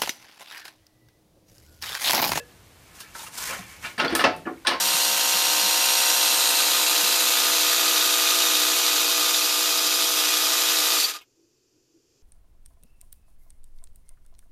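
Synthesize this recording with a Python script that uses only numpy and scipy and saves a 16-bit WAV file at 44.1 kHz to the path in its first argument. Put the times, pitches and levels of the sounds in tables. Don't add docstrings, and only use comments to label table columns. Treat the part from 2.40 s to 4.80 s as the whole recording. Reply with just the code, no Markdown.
import sys
import numpy as np
from scipy import signal
from scipy.fft import rfft, irfft
from scipy.io import wavfile
from scipy.ndimage import uniform_filter1d

SR = 44100
rng = np.random.default_rng(int(sys.argv[2]) if len(sys.argv) > 2 else 0)


def volts_from_decibels(level):
    exponent = np.asarray(level, float) / 20
    return 10 ** exponent


def unload_wav(signal):
    wavfile.write(
        sys.argv[1],
        SR,
        np.round(np.clip(np.atleast_2d(signal).T, -1, 1) * 32767).astype(np.int16),
    )


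N = 105840
RING_SAMPLES = 16000
LONGEST_T60_S = 0.24


def evened(x):
    return x / np.sqrt(np.mean(x ** 2) + 1e-20)


def read(points, hz):
    f, value = np.transpose(points)
    return np.interp(np.log(hz + 1), np.log(f + 1), value)


def coloured(x, points):
    gain = volts_from_decibels(read(points, np.fft.rfftfreq(len(x), 1 / SR)))
    return evened(irfft(rfft(x) * gain, len(x)))


def filtered(x, order, hz, kind):
    return signal.sosfilt(signal.butter(order, hz, kind, fs=SR, output="sos"), x)


def add(mix, start_s, sound):
    part = mix[round(start_s * SR):][:len(sound)]
    part += sound[:len(part)]


def wavering(count, size, depth):
    raw = rng.standard_normal((count, size // 50))
    raw = evened(uniform_filter1d(uniform_filter1d(raw, size=6), size=6))
    return 1 + depth * uniform_filter1d(np.repeat(raw, 50, axis=1), size=50)


# pitch_hz [Hz], level_db [dB per Hz]
AIR_SPECTRUM = [(15, -37), (30, -15), (59, -2), (221, -10), (253, -14), (297, -10.5), (410, -15),
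                (2170, -20.5), (15500, -30)]
AIR_DB = -53


def air():
    lumps = uniform_filter1d(uniform_filter1d(rng.standard_normal(N), size=1500), size=1500)
    return volts_from_decibels(AIR_DB + 0.49 * evened(lumps)) * coloured(rng.standard_normal(N), AIR_SPECTRUM)


def favoured(hz, db, t60):
    t = np.arange(RING_SAMPLES) / SR
    swell = 1 - np.exp(-t / (0.0012 + 1 / hz))
    fade = volts_from_decibels(db - 60 * t / min(t60, LONGEST_T60_S + 30 / hz))
    swing = wavering(count=1, size=len(t), depth=0.28)[0]
    cycles = hz * np.cumsum(1 + 0.045 * (swing[::-1] - 1)) / SR
    return swell * fade * swing * np.sin(2 * np.pi * cycles)


# pitch_hz [Hz], level_db [dB], t60_s [s]
LEFTOVER_MODES = [(481, -35.5, 0.12), (556, -27.5, 0.043), (1685, -41, 0.2), (1730, -42, 0.1),
                  (2660, -39.5, 0.075)]


def leftover():
    mix = np.zeros(N)
    for hz, db, t60 in LEFTOVER_MODES:
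        add(mix, 0, favoured(hz, db, t60))
    return mix


def ring(modes, dense, chatter):
    t = np.arange(RING_SAMPLES) / SR
    hz, db, t60 = np.transpose(modes)[:, :, None]
    luck = rng.standard_normal((len(modes), 2))
    spread_db = 2.5 * luck[:, :1]
    detune = 1 + 0.0051 * luck[:, 1:]
    fade = volts_from_decibels(db + spread_db - 60 * t / np.minimum(t60, LONGEST_T60_S))
    beats = wavering(count=len(modes), size=len(t), depth=0.5)
    tones = (fade * beats * np.sin(2 * np.pi * hz * detune * t)).sum(0)
    tones = tones / np.sqrt(np.sum(volts_from_decibels(2 * db)) / 2)

    low_hz, high_hz, dense_db, dense_t60 = dense
    decay = volts_from_decibels(-120 * t / dense_t60) + volts_from_decibels(-120 * t / 0.014)
    energy = abs(signal.fftconvolve(chatter ** 2, decay))[:len(t)]
    haze = filtered(rng.standard_normal(len(t)) * np.sqrt(energy), 3, [low_hz, high_hz], "bandpass")
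    haze = haze * np.sqrt(SR / 2 / (high_hz - low_hz))
    return signal.fftconvolve(tones, chatter)[:len(t)] + volts_from_decibels(dense_db) * haze


# [dB, how much the casting rasps along]
GLOVE_STROKES = [(0.201, -68, -10), (.53, -56.5, 8), (.548, -48.5, 0), (.592, -46.5, 3.5),
                 (0.605, -38.5, -12), (.64, -57.5, 12.5), (0.734, -51, 3.5), (0.761, -38, -6),
                 (0.883, -39.5, -3.5), (0.898, -51, -9), (.94, -39.5, -0.5), (0.984, -29.5, -5),
                 (1.09, -30, 4), (1.261, -49, 8.5), (1.33, -47, 7.5), (1.404, -51.5, 6.5), (1.446, -37, 14),
                 (1.55, -53.5, 9.5)]
# pitch_hz [Hz], level_db [dB per Hz]
RUB_SPECTRUM = [(120, -46), (200, -10.5), (544, -11), (1050, 1.5), (1210, -4), (1450, 0.5), (1680, -7.5),
                (6470, 0), (15500, -8)]
RASP_SPECTRUM = [(150, -1.5), (400, -13.5), (1000, -11), (2000, -2.5), (4000, -0.5), (8000, 8)]
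# pitch_hz [Hz], level_db [dB], t60_s [s]
CASTING_MODES = [(517, -27, 0.06), (556, 3, 0.38), (726, -4.5, 0.45), (878, 4.5, 0.3), (1060, 6, 0.36),
                 (1295, 6, 0.66), (1444, 5.5, 0.24), (1730, 10.5, 0.061), (2289, 6.5, 0.12),
                 (2635, 8.5, 0.024), (2918, 3, 0.041)]
# low_hz [Hz], high_hz [Hz], level_db [dB re modes], t60_s [s]
DENSE_OVERTONES = [
    (180, 605, -1.5, 0.25),
    (486, 2370, 2.5, 0.19),
    (2670, 5320, 3, 0.16),
    (8260, 9650, 2, 0.11),
]
GRAINS_PER_S, GRAIN_SPREAD_DB, SCRATCH_DB = 7000, -0.5, 1.1
RUB_DB, RASP_DB = -3, -9.5
GRIP_PLACES, GRIP_MOVES_S, GRIP_DAMPING_S = 5, 0.045, 0.016


def glove():
    start_s, pressure_db, weight_db = np.transpose(GLOVE_STROKES)
    t = np.arange(N) / SR
    struck = rng.random((2, N)) < GRAINS_PER_S / SR
    sizes = volts_from_decibels(GRAIN_SPREAD_DB * np.minimum(rng.exponential(1, (2, N)), 4))
    swings = wavering(count=2, size=N + 50, depth=1)[:, :N]
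    slips = struck * rng.standard_normal((2, N)) * sizes * volts_from_decibels(SCRATCH_DB * (swings - 1))

    place = rng.integers(0, GRIP_PLACES, N)[(t / GRIP_MOVES_S).astype(int)]
    damping = np.exp(-t[:3000] / GRIP_DAMPING_S)
    rasp = np.zeros(N)
    for k in range(GRIP_PLACES):
        damped = ring(CASTING_MODES, DENSE_OVERTONES[1], np.ones(1))[:3000] * damping
        rasp += signal.fftconvolve(slips[1] * (place == k), damped)[:N]

    lift_off_db = 200 * np.maximum(t - start_s[-1], 0)
    level = volts_from_decibels(np.interp(t, start_s, pressure_db, left=-100) - lift_off_db)
    rub = volts_from_decibels(RUB_DB) * coloured(slips[0], RUB_SPECTRUM)
    rasp = volts_from_decibels(RASP_DB + np.interp(t, start_s, weight_db)) * coloured(rasp, RASP_SPECTRUM)
    return level * (rub + rasp)


# start_s [s], pitch_hz [Hz], level_db [dB], t60_s [s]
FAVOURED_MODES = [(0.751, 1330, -31, 0.08), (0.753, 922, -38, 0.13), (1.032, 1506, -34.5, 0.17),
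                  (1.11, 545, -31, 0.1), (1.19, 108, -39.5, 0.23), (1.19, 187, -32, 0.16),
                  (1.19, 737, -35, 0.077), (1.597, 1444, -19, 0.065), (1.64, 670, -25.5, 0.17),
                  (1.689, 1775, -22.5, 0.064), (1.724, 327, -16, 0.15), (1.793, 1754, -17.5, 0.13),
                  (1.84, 556, -16.5, 0.19), (1.842, 2658, -14, 0.065), (1.842, 726, -17.5, 0.5),
                  (1.845, 878, -20.5, 0.22), (1.849, 1325, -12, 0.029), (1.925, 2635, -37, 0.12),
                  (0.601, 1608, -48.5, 0.31), (1.859, 100, -35.5, 0.34), (1.931, 163.6, -42.5, 0.32),
                  (2.065, 335.4, -25.5, 0.15), (2.07, 735, -30, 0.23), (2.079, 1047, -30, 0.14),
                  (2.27, 1730, -8, 0.053), (1.688, 71.4, -40.5, 0.39), (2.251, 1042, -28.5, 0.18),
                  (2.312, 1004, -22.5, 0.13), (2.275, 346, -26.5, .15),
                  (0.75, 1540, -29, 0.038), (.792, 920, -31, 0.064), (0.795, 3720, -38, .06),
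               (.805, 1330, -42, 0.066), (.833, 900, -36, 0.046), (.864, 2760, -41.5, 0.093),
               (.867, 1250, -35.5, 0.05), (.63, 1360, -46.5, 0.11), (1.579, 1730, -28, 0.071),
               (1.58, 1060, -27, 0.16), (1.581, 9400, -41.5, .08), (1.594, 2770, -15.5, 0.055),
               (1.592, 3250, -23, 0.058), (1.606, 1770, -25.5, 0.13), (1.647, 1397, -22, .1),
               (1.68, 4540, -22, 0.035), (1.693, 4260, -24.5, 0.031), (1.101, 196, -34.5, 0.13),
               (1.12, 2070, -37, .1), (1.647, 4160, -19, 0.017), (1.752, 9530, -17.5, 0.04),
               (1.68, 3430, -23, 0.05), (1.752, 1730, -20, .05), (1.794, 2877, -20.5, 0.088),
               (1.85, 650, -18, 0.19), (1.86, 1295, -23, 0.14), (2.054, 1730, -35.5, 0.12),
               (2.056, 2910, -41.5, 0.041), (2.059, 2610, -40, 0.043), (2.072, 1410, -29.5, 0.065),
               (2.074, 1152, -28, 0.072), (2.175, 2240, -50, 0.066), (2.177, 1910, -55, 0.095),
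               (1.935, 1357, -41, .12), (2.249, 1500, -25, 0.034), (2.269, 3760, -16, 0.053),
               (2.27, 4637, -18, 0.029), (2.278, 2336, -18, 0.086), (2.281, 1097, -18.5, 0.076),
               (2.3, 1747, -23.5, 0.11), (2.342, 1060, -25.5, 0.11)]


def favoured_modes():
    mix = np.zeros(N)
    for start_s, hz, db, t60 in FAVOURED_MODES:
        add(mix, start_s, favoured(hz, db, t60))
    return mix


# start_s [s], level_db [dB]
TICKS_HEARD = [(.604, -54), (.608, -30), (0.833, -30), (1.582, -33), (1.598, -32.5), (1.647, -33),
               (1.68, -47), (1.705, -37), (1.7519, -9), (1.965, -36.5), (2.2702, -19.5)]


def ticks():
    mix = np.zeros(N)
    t = np.arange(6000) / SR
    fade = np.exp(-t / 0.00046) + volts_from_decibels(-14.5) * np.exp(-t / 0.031)
    for start_s, db in TICKS_HEARD:
        bright = filtered(rng.standard_normal(len(t)), 2, 5300, "highpass")
        add(mix, start_s, volts_from_decibels(db) * bright * fade)
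    return mix


# pitch_hz [Hz], level_db [dB], t60_s [s]
BENCH_MODES = [(240, -4, 0.16), (270, 17.5, 0.4), (327, 17.5, .25), (394.5, 14, 0.14)]
LEVER_MODES = [(3510, 8, 0.05), (3880, 5, 0.08), (3730, -8, 0.1), (4050, -6, 0.1), (4560, 2, 0.06)]
PIN_MODES = [(8764, -1, .08), (9345, -1, .07), (9900, -3, .05)]


def contact(row, rise_s, chatter_s, db, first):
    _, casting_db, bench_db, lever_db, pin_db = row
    t = np.arange(3000) / SR
    envelope = (1 - np.exp(-(t + 1 / SR) / rise_s)) * np.exp(-t / chatter_s)
    chatter = rng.standard_normal(len(t)) ** 3 * envelope
    chatter = chatter / np.linalg.norm(chatter) + first * (t == 0)
    chatter = chatter / np.linalg.norm(chatter)
    levels_db = bench_db, 0, lever_db, pin_db
    parts = BENCH_MODES, CASTING_MODES, LEVER_MODES, PIN_MODES
    rings = [volts_from_decibels(g) * ring(m, d, chatter) for g, m, d in zip(levels_db, parts, DENSE_OVERTONES)]
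    return volts_from_decibels(casting_db + db) * sum(rings)


# start_s [s], casting_db [dB], then bench_db, lever_db, pin_db [dB re casting]
SHARP_KNOCKS = [
    (0.605, -42.5, -9, 12, 6.5),
    (0.752, -33.5, -10, -2, -9),
    (0.834, -45, -35, 3, 14.5),
    (1.097, -23, -8.5, -14, -18),
    (1.599, -11.5, -8, -4, -34),
    (1.647, -15, -3.5, -5.5, -29),
    (1.751, -14, -5.5, -1, -7),
    (1.84, -2, -5.5, -8, -31),
    (2.249, -29.5, -38, -4.5, -18),
    (2.27, -14.5, -26, 8, -4),
]


def knocks():
    mix = np.zeros(N)
    for row in SHARP_KNOCKS:
        add(mix, row[0], contact(row, rise_s=0.000086, chatter_s=0.0012, db=-14.5, first=1))
    return mix


SHOVE_LEAD_S = 0.004


def shove(row):
    return contact(row, rise_s=0.0017, chatter_s=0.025, db=-13, first=0)


# start_s [s], casting_db [dB], then bench_db, lever_db, pin_db [dB re casting]
SOFT_SHOVES = [(0.794, -35.5, -18, -4, -21), (0.864, -36.5, -25, -25, -2), (1.124, -22.5, -23, -11, -36),
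               (1.191, -52, 1, -11, -21), (1.45, -31, -8, 0.5, -15), (1.581, -18, -5, -6.5, -18),
               (1.62, -17, 6, -29, -25), (1.691, -17.5, -5.5, -7.5, -30), (1.724, -19, 0, -14, -19),
               (1.793, -11, -12.5, -6, -17), (1.968, -54.5, 21, -31, 6), (2.059, -30.5, 7, -33, -31),
               (2.262, -17, -29.5, -10, -29), (2.309, -14, -9, -10, -27)]


def shoves():
    mix = np.zeros(N)
    for row in SOFT_SHOVES:
        add(mix, row[0] - SHOVE_LEAD_S, shove(row))
    return mix


# start_s [s], casting_db [dB], then bench_db, lever_db, pin_db [dB re casting]
SOFT_THUDS = [
    (1.86, -20, -11, -30, -40),
    (1.893, -17, -4, -30, -40),
    (2.07, -15, -3.5, -30, -38),
    (2.112, -29, 8.5, -30, -40),
    (2.281, -11, -7, -30, -37),
]


def thuds():
    mix = np.zeros(N)
    fade = volts_from_decibels(-60 * np.arange(RING_SAMPLES) / SR / 0.16)
    for row in SOFT_THUDS:
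        add(mix, row[0] - SHOVE_LEAD_S, filtered(shove(row), 3, 1500, "lowpass") * fade)
    return mix


# pitch_hz [Hz], t60_s [s]
SHOP_DECAY = [(200, 0.47), (1000, 0.26), (4000, 0.34), (12000, 0.16)]
SHOP_DB = -13


def shop(x):
    taps = np.zeros(SR // 2)
    at = np.arange(200, len(taps) - 20, 20)
    taps[at + rng.integers(0, 20, len(at))] = rng.choice([-1., 1.], len(at))
    hz, t, z = signal.stft(taps, SR, nperseg=256)
    fade = volts_from_decibels(-60 * t / read(SHOP_DECAY, hz)[:, None])
    tail = signal.istft(z * fade, SR, nperseg=256)[1]
    return signal.fftconvolve(x, tail / np.linalg.norm(tail))[:N]


def scene():
    struck = filtered(knocks() + shoves() + thuds(), 3, 157, "highpass")
    near = leftover() + glove() + favoured_modes() + ticks() + struck
    return (near + volts_from_decibels(SHOP_DB) * shop(near) + air())[None]


def roll_off(x):
    return signal.sosfilt(signal.butter(12, 16460, fs=SR, output="sos"), x)


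def record(dry):
    ceiling = 0.62
    held = ceiling * np.tanh(dry / ceiling)
    mix = filtered(held, 2, 28, "highpass")
    mix = signal.sosfilt(signal.cheby2(12, 45, 15650, fs=SR, output="sos"), mix)
    return roll_off(mix)


dry = scene()
out = record(dry)
unload_wav(out)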